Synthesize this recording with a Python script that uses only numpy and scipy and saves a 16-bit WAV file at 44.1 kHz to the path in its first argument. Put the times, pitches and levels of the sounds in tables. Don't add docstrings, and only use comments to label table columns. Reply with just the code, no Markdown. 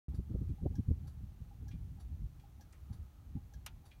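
import sys
import numpy as np
from scipy import signal
from scipy.fft import irfft
from scipy.io import wavfile
from scipy.ndimage import uniform_filter1d

SR = 44100
rng = np.random.default_rng(int(sys.argv[2]) if len(sys.argv) > 2 else 0)


def store_wav(level_fs):
    pcm = np.round(np.clip(np.atleast_2d(level_fs), -1, 1) * 32767)
    wavfile.write(sys.argv[1], SR, pcm.T.astype(np.int16))


N = 176400
EVENT_TIME = np.arange(8192) / SR

# frequency_hz, relative_density_db
HISS_SPECTRUM = [(100, 16), (300, 10.5), (540, 3.5), (700, 4.5), (820, 7), (950, 1.5), (1280, 0.5),
                 (1500, -2), (2500, -5), (4300, -7), (5000, -10.5), (6100, -7.5), (7800, -12),
                 (9600, -10.5), (10400, -13.5), (11500, -9), (14000, -9.5), (16000, -10.5)]
# time_s, level_db
RUMBLE_LEVELS = [(0.091, -39), (0.22, -47.5), (0.25, -52.5), (0.31, -41), (0.539, -38), (0.569, -53),
                 (0.661, -42.5), (0.742, -38), (0.852, -50.5), (0.92, -42), (1.03, -44.5), (1.35, -50),
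                 (1.66, -49.5), (1.77, -44), (2.05, -50), (2.12, -43.5), (2.239, -45), (2.3, -52.5),
                 (2.8, -57.5), (2.95, -44), (3.05, -55.5), (3.22, -55.5), (3.36, -48), (3.5, -53.5),
                 (3.7, -52.5), (3.9, -58), (4.0, -58)]
# frequency_hz, relative_density_db
RUMBLE_SPECTRUM = [(18, -32.5), (30, -9.5), (45, 0), (65, 3.5), (100, -3), (140, -8), (200, -17),
                   (300, -26), (420, -39.5), (700, -59.5), (1500, -69.5)]
# peak_s, level_db, upper_edge_hz, sigma_s
WIND_EDDIES = [(0.145, -40.5, 286, 0.0048), (0.195, -33, 300, 0.0073), (0.311, -34, 324, 0.01),
               (0.353, -32.5, 450, 0.008), (0.422, -34.5, 327, 0.0091), (.51, -34, 267, 0.015),
               (0.633, -32.5, 342, .009), (0.664, -27, 604, 0.0059), (0.716, -40, 350, .012),
               (0.793, -26.5, 292, 0.0077), (0.892, -27.5, 248, 0.0088), (.912, -26, 360, 0.0056),
               (1.062, -44.5, 268, 0.0049), (1.24, -39.5, 216, 0.0091), (1.415, -44, 276, 0.0088),
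               (1.631, -42.5, 324, 0.011), (1.748, -37.5, 254, 0.0096), (2.207, -48.5, 220, 0.0089),
               (2.91, -40, 198, 0.0051), (3.363, -35, 291, 0.012)]

# offset_s, level_db
RELAY_KNOCKS = [(-.173, -59), (-.158, -63), (-.015, -60.5), (.287, -68.5), (.302, -63)]
# pitch_hz, relative_db, t60_s
CLOSING_MODES = [(1636, -1.5, 0.12), (1700, -2, .045), (3240, -13, 0.17), (4300, -14.5, 0.19),
                 (5560, -14, 0.16), (5920, -10, 0.098), (5960, -19, 0.19), (11150, -17, 0.057),
                 (11380, -9, 0.047), (12800, -10, 0.049)]
# frequency_hz, relative_density_db
CLOSING_SPECTRUM = [(800, -5), (2500, -29.5), (3600, -13.5), (4800, -12), (5800, -3.5), (6800, -12.5),
                    (9000, -23), (11400, -25), (13000, -20), (15500, -20)]
# pitch_hz, relative_db, t60_s
RELEASING_MODES = [(1284, -7.5, 0.27), (1650, -6.5, 0.15), (3770, -6, 0.18), (4570, -2, 0.17),
                   (5860, -6.5, 0.17), (7300, -9, 0.21), (9790, -6.5, 0.23), (9830, -6, 0.044),
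                   (10150, -11, 0.057), (11300, -17, .08)]
# frequency_hz, relative_density_db
RELEASING_SPECTRUM = [(800, 12.5), (2400, -3), (4300, 1), (5200, 1), (6000, -1), (8500, -5.5), (10000, 5),
                      (10600, -5), (12800, -2), (15500, -24)]

# peak_s, sigma_s
DRONE_SWELLS = [(.35, 0.11), (3.0, 0.29)]
# start_s, level_db, centre_hz, half_width_octaves, rise_s, t60_s
METAL_TICKS = [(0.487, -75, 3220, 1.9, 0.0052, .09), (1.707, -66.5, 2560, 0.79, .011, 0.13),
               (2.395, -72.5, 3580, 1.2, .004, .09), (2.724, -66.5, 6770, 0.68, 0.0024, 0.065),
               (2.728, -69, 1880, 0.59, 0.0037, 0.18), (3.908, -64.5, 2620, 0.62, 0.0095, 0.11)]
# pitch_hz, relative_db, t60_s
PANEL_MODES = [(2410, -3.5, .2), (3320, -6, 0.19)]
# peak_s, sigma_s
WHINE_SWELLS = [(0.576, 0.069), (.86, 0.076), (1.782, .13), (2.83, .13), (3.74, .04)]
# pitch_hz, relative_db, t60_s
SNAP_RING_MODES = [(897, -3, 0.14), (1415, -5.5, 0.15), (2274, 3.5, 0.039), (2860, -1, 0.044),
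                   (4050, -25, 0.072), (5230, -9, 0.055), (6030, -3.5, 0.074), (6840, -25, 0.08),
                   (9000, -27, 0.074), (9049, -17, 0.042), (9600, -27, 0.07), (11700, 1.5, 0.042)]
# frequency_hz, relative_density_db
CRACK_SPECTRUM = [(300, -36), (600, -2), (1000, 1), (1450, 3.5), (1900, -3.5), (2600, 4.5), (4500, -1),
                  (6200, 2), (8000, -3), (9300, 6), (10500, -5.5), (12200, 0), (14000, -4.5), (15800, -11)]


def undb(db):
    return 10 ** (np.asarray(db) / 20)


def unit(x):
    return x / np.sqrt(np.mean(x ** 2))


def shaped(gain, size):
    hz = np.maximum(np.arange(size // 2 + 1) * SR / size, 1)
    return unit(irfft(gain(hz) * np.exp(2j * np.pi * rng.random(len(hz))), size))


def noise(spectrum, size=len(EVENT_TIME)):
    points_hz, db = np.array(spectrum).T
    return shaped(lambda hz: undb(np.interp(np.log(hz), np.log(points_hz), db)), size)


def wander(rate_hz):
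    hold = int(SR / rate_hz)
    steps = np.repeat(rng.standard_normal(N // hold + 1), hold)
    return unit(uniform_filter1d(uniform_filter1d(steps, hold), hold)[:N])


def add(out, start_s, sound):
    start = int(round(start_s * SR))
    first, end = max(start, 0), min(start + len(sound), N)
    if end > first:
        out[first:end] += sound[first - start:end - start]


def sine(hz, phase_cycles=0):
    return np.sin(2 * np.pi * (hz * EVENT_TIME + phase_cycles))


def strike(rise_s, t60_s):
    decay = np.exp(-np.log(1000) * np.maximum(EVENT_TIME - rise_s, 0) / t60_s)
    return np.minimum(EVENT_TIME / rise_s, 1) * decay


def ring(modes, rise_s):
    draws = rng.standard_normal((len(modes), 2))
    return sum(undb(db) * strike(rise_s, t60_s) * sine(hz * (1 + 0.0045 * detune), phase)
               for (hz, db, t60_s), (detune, phase) in zip(modes, draws))


def swelling_band(swells, centre_hz, half_width_hz):
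    t = np.arange(N) / SR
    envelope = sum(np.exp(-.5 * ((t - peak_s) / sigma_s) ** 2) for peak_s, sigma_s in swells)
    return envelope * shaped(lambda hz: 1 / (1 + ((hz - centre_hz) / half_width_hz) ** 2), N)


def air_hiss(level_db=-69.5, waver_db=.3):
    return noise(HISS_SPECTRUM, N) * undb(level_db + waver_db * wander(rate_hz=4.57))


def wind_rumble(flutter_db=2.0):
    time_s, db = np.array(RUMBLE_LEVELS).T
    breeze_db = np.interp(np.arange(N) / SR, time_s, db)
    return noise(RUMBLE_SPECTRUM, N) * undb(breeze_db + flutter_db * wander(rate_hz=25.08))


def flasher(cycle_s=.9277, first_close_s=-.1745, release_after_s=.3165):
    out = np.zeros(N)
    knock = (0.31 * sine(hz=797) + 0.69 * sine(hz=819)) * strike(rise_s=0.0069, t60_s=0.089)
    for close_s in first_close_s + cycle_s * np.arange(int(N / SR / cycle_s) + 1):
        for offset_s, db in RELAY_KNOCKS:
            add(out, close_s + offset_s, undb(db) * knock)
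        closing = undb(-66.5) * ring(CLOSING_MODES, rise_s=0.0058)
        closing += undb(-62.5) * noise(CLOSING_SPECTRUM) * strike(rise_s=0.0012, t60_s=0.085)
        add(out, close_s, closing)
        release = undb(-71) * ring(RELEASING_MODES, rise_s=0.0036)
        release += undb(-64) * noise(RELEASING_SPECTRUM) * strike(rise_s=0.01, t60_s=.11)
        add(out, close_s + release_after_s, release)
    return out


def wind_eddies(swirl_gain_db=-3.5, sway_gain_db=2.5):
    out = np.zeros(N)
    t = EVENT_TIME - EVENT_TIME.mean()
    highpass = signal.butter(2, 40, "high", fs=SR, output="sos")
    lowpass = signal.butter(2, 300, fs=SR, output="sos")
    port = lambda hz: 1 + 0.72 / (1 + ((hz - 560) / 60) ** 2)
    for peak_s, db, edge_hz, sigma_s in WIND_EDDIES:
        window = np.exp(-.5 * (t / sigma_s) ** 2)
        colour = lambda hz: port(hz) / (1 + (70.5 / hz) ** 4) / (1 + (hz / edge_hz) ** 5.04) / hz
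        swirl = unit(signal.sosfilt(highpass, shaped(colour, len(t)) * window))
        add(out, peak_s + t[0], undb(db + swirl_gain_db) * swirl * np.sqrt(np.mean(window ** 2)))
        sway_hz = 74.2 * np.exp(.15 * rng.standard_normal())
        sway = sine(sway_hz) * strike(rise_s=0.0039, t60_s=0.086)
        add(out, peak_s - sigma_s, undb(db + sway_gain_db) * signal.sosfilt(lowpass, sway))
    return out


def distant_drone():
    return undb(-81.5) * swelling_band(DRONE_SWELLS, centre_hz=1264, half_width_hz=90)


def metal_ticks():
    out = np.zeros(N)
    for start_s, db, centre_hz, octaves, rise_s, t60_s in METAL_TICKS:
        colour = lambda hz: 1 / (1 + np.abs(np.log2(hz / centre_hz) / octaves) ** 3)
        tick = shaped(colour, len(EVENT_TIME)) * strike(rise_s, t60_s)
        panel = sum(colour(mode[0]) ** 2 * ring([mode], rise_s) for mode in PANEL_MODES)
        add(out, start_s, undb(db) * (tick + panel))
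    return out


def high_whine():
    return undb(-92.5) * swelling_band(WHINE_SWELLS, centre_hz=9400, half_width_hz=58)


def metal_snap(start_s=3.6624, crossover_hz=4200):
    out = np.zeros(N)
    broadband = noise(CRACK_SPECTRUM)
    low = signal.sosfiltfilt(signal.butter(2, crossover_hz, fs=SR, output="sos"), broadband)
    treble = broadband - low
    crack = low * strike(rise_s=0.0033, t60_s=0.09) + treble * strike(rise_s=.0002, t60_s=0.034)
    add(out, start_s, undb(-42) * crack + undb(-53.5) * ring(SNAP_RING_MODES, rise_s=0.00083))
    return out


def scene():
    car = flasher() + metal_ticks() + metal_snap()
    outdoors = wind_rumble() + wind_eddies() + air_hiss() + high_whine() + distant_drone()
    return (car + outdoors)[None, :]


def record(dry):
    start_s, fade_s, cutoff_hz = .083, .002, 15800
    gate = np.clip((np.arange(N) / SR - start_s) / fade_s, 0, 1)
    return signal.sosfilt(signal.ellip(10, .2, 70, cutoff_hz, fs=SR, output="sos"), dry * gate)


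dry = scene()
out = record(dry)
store_wav(out)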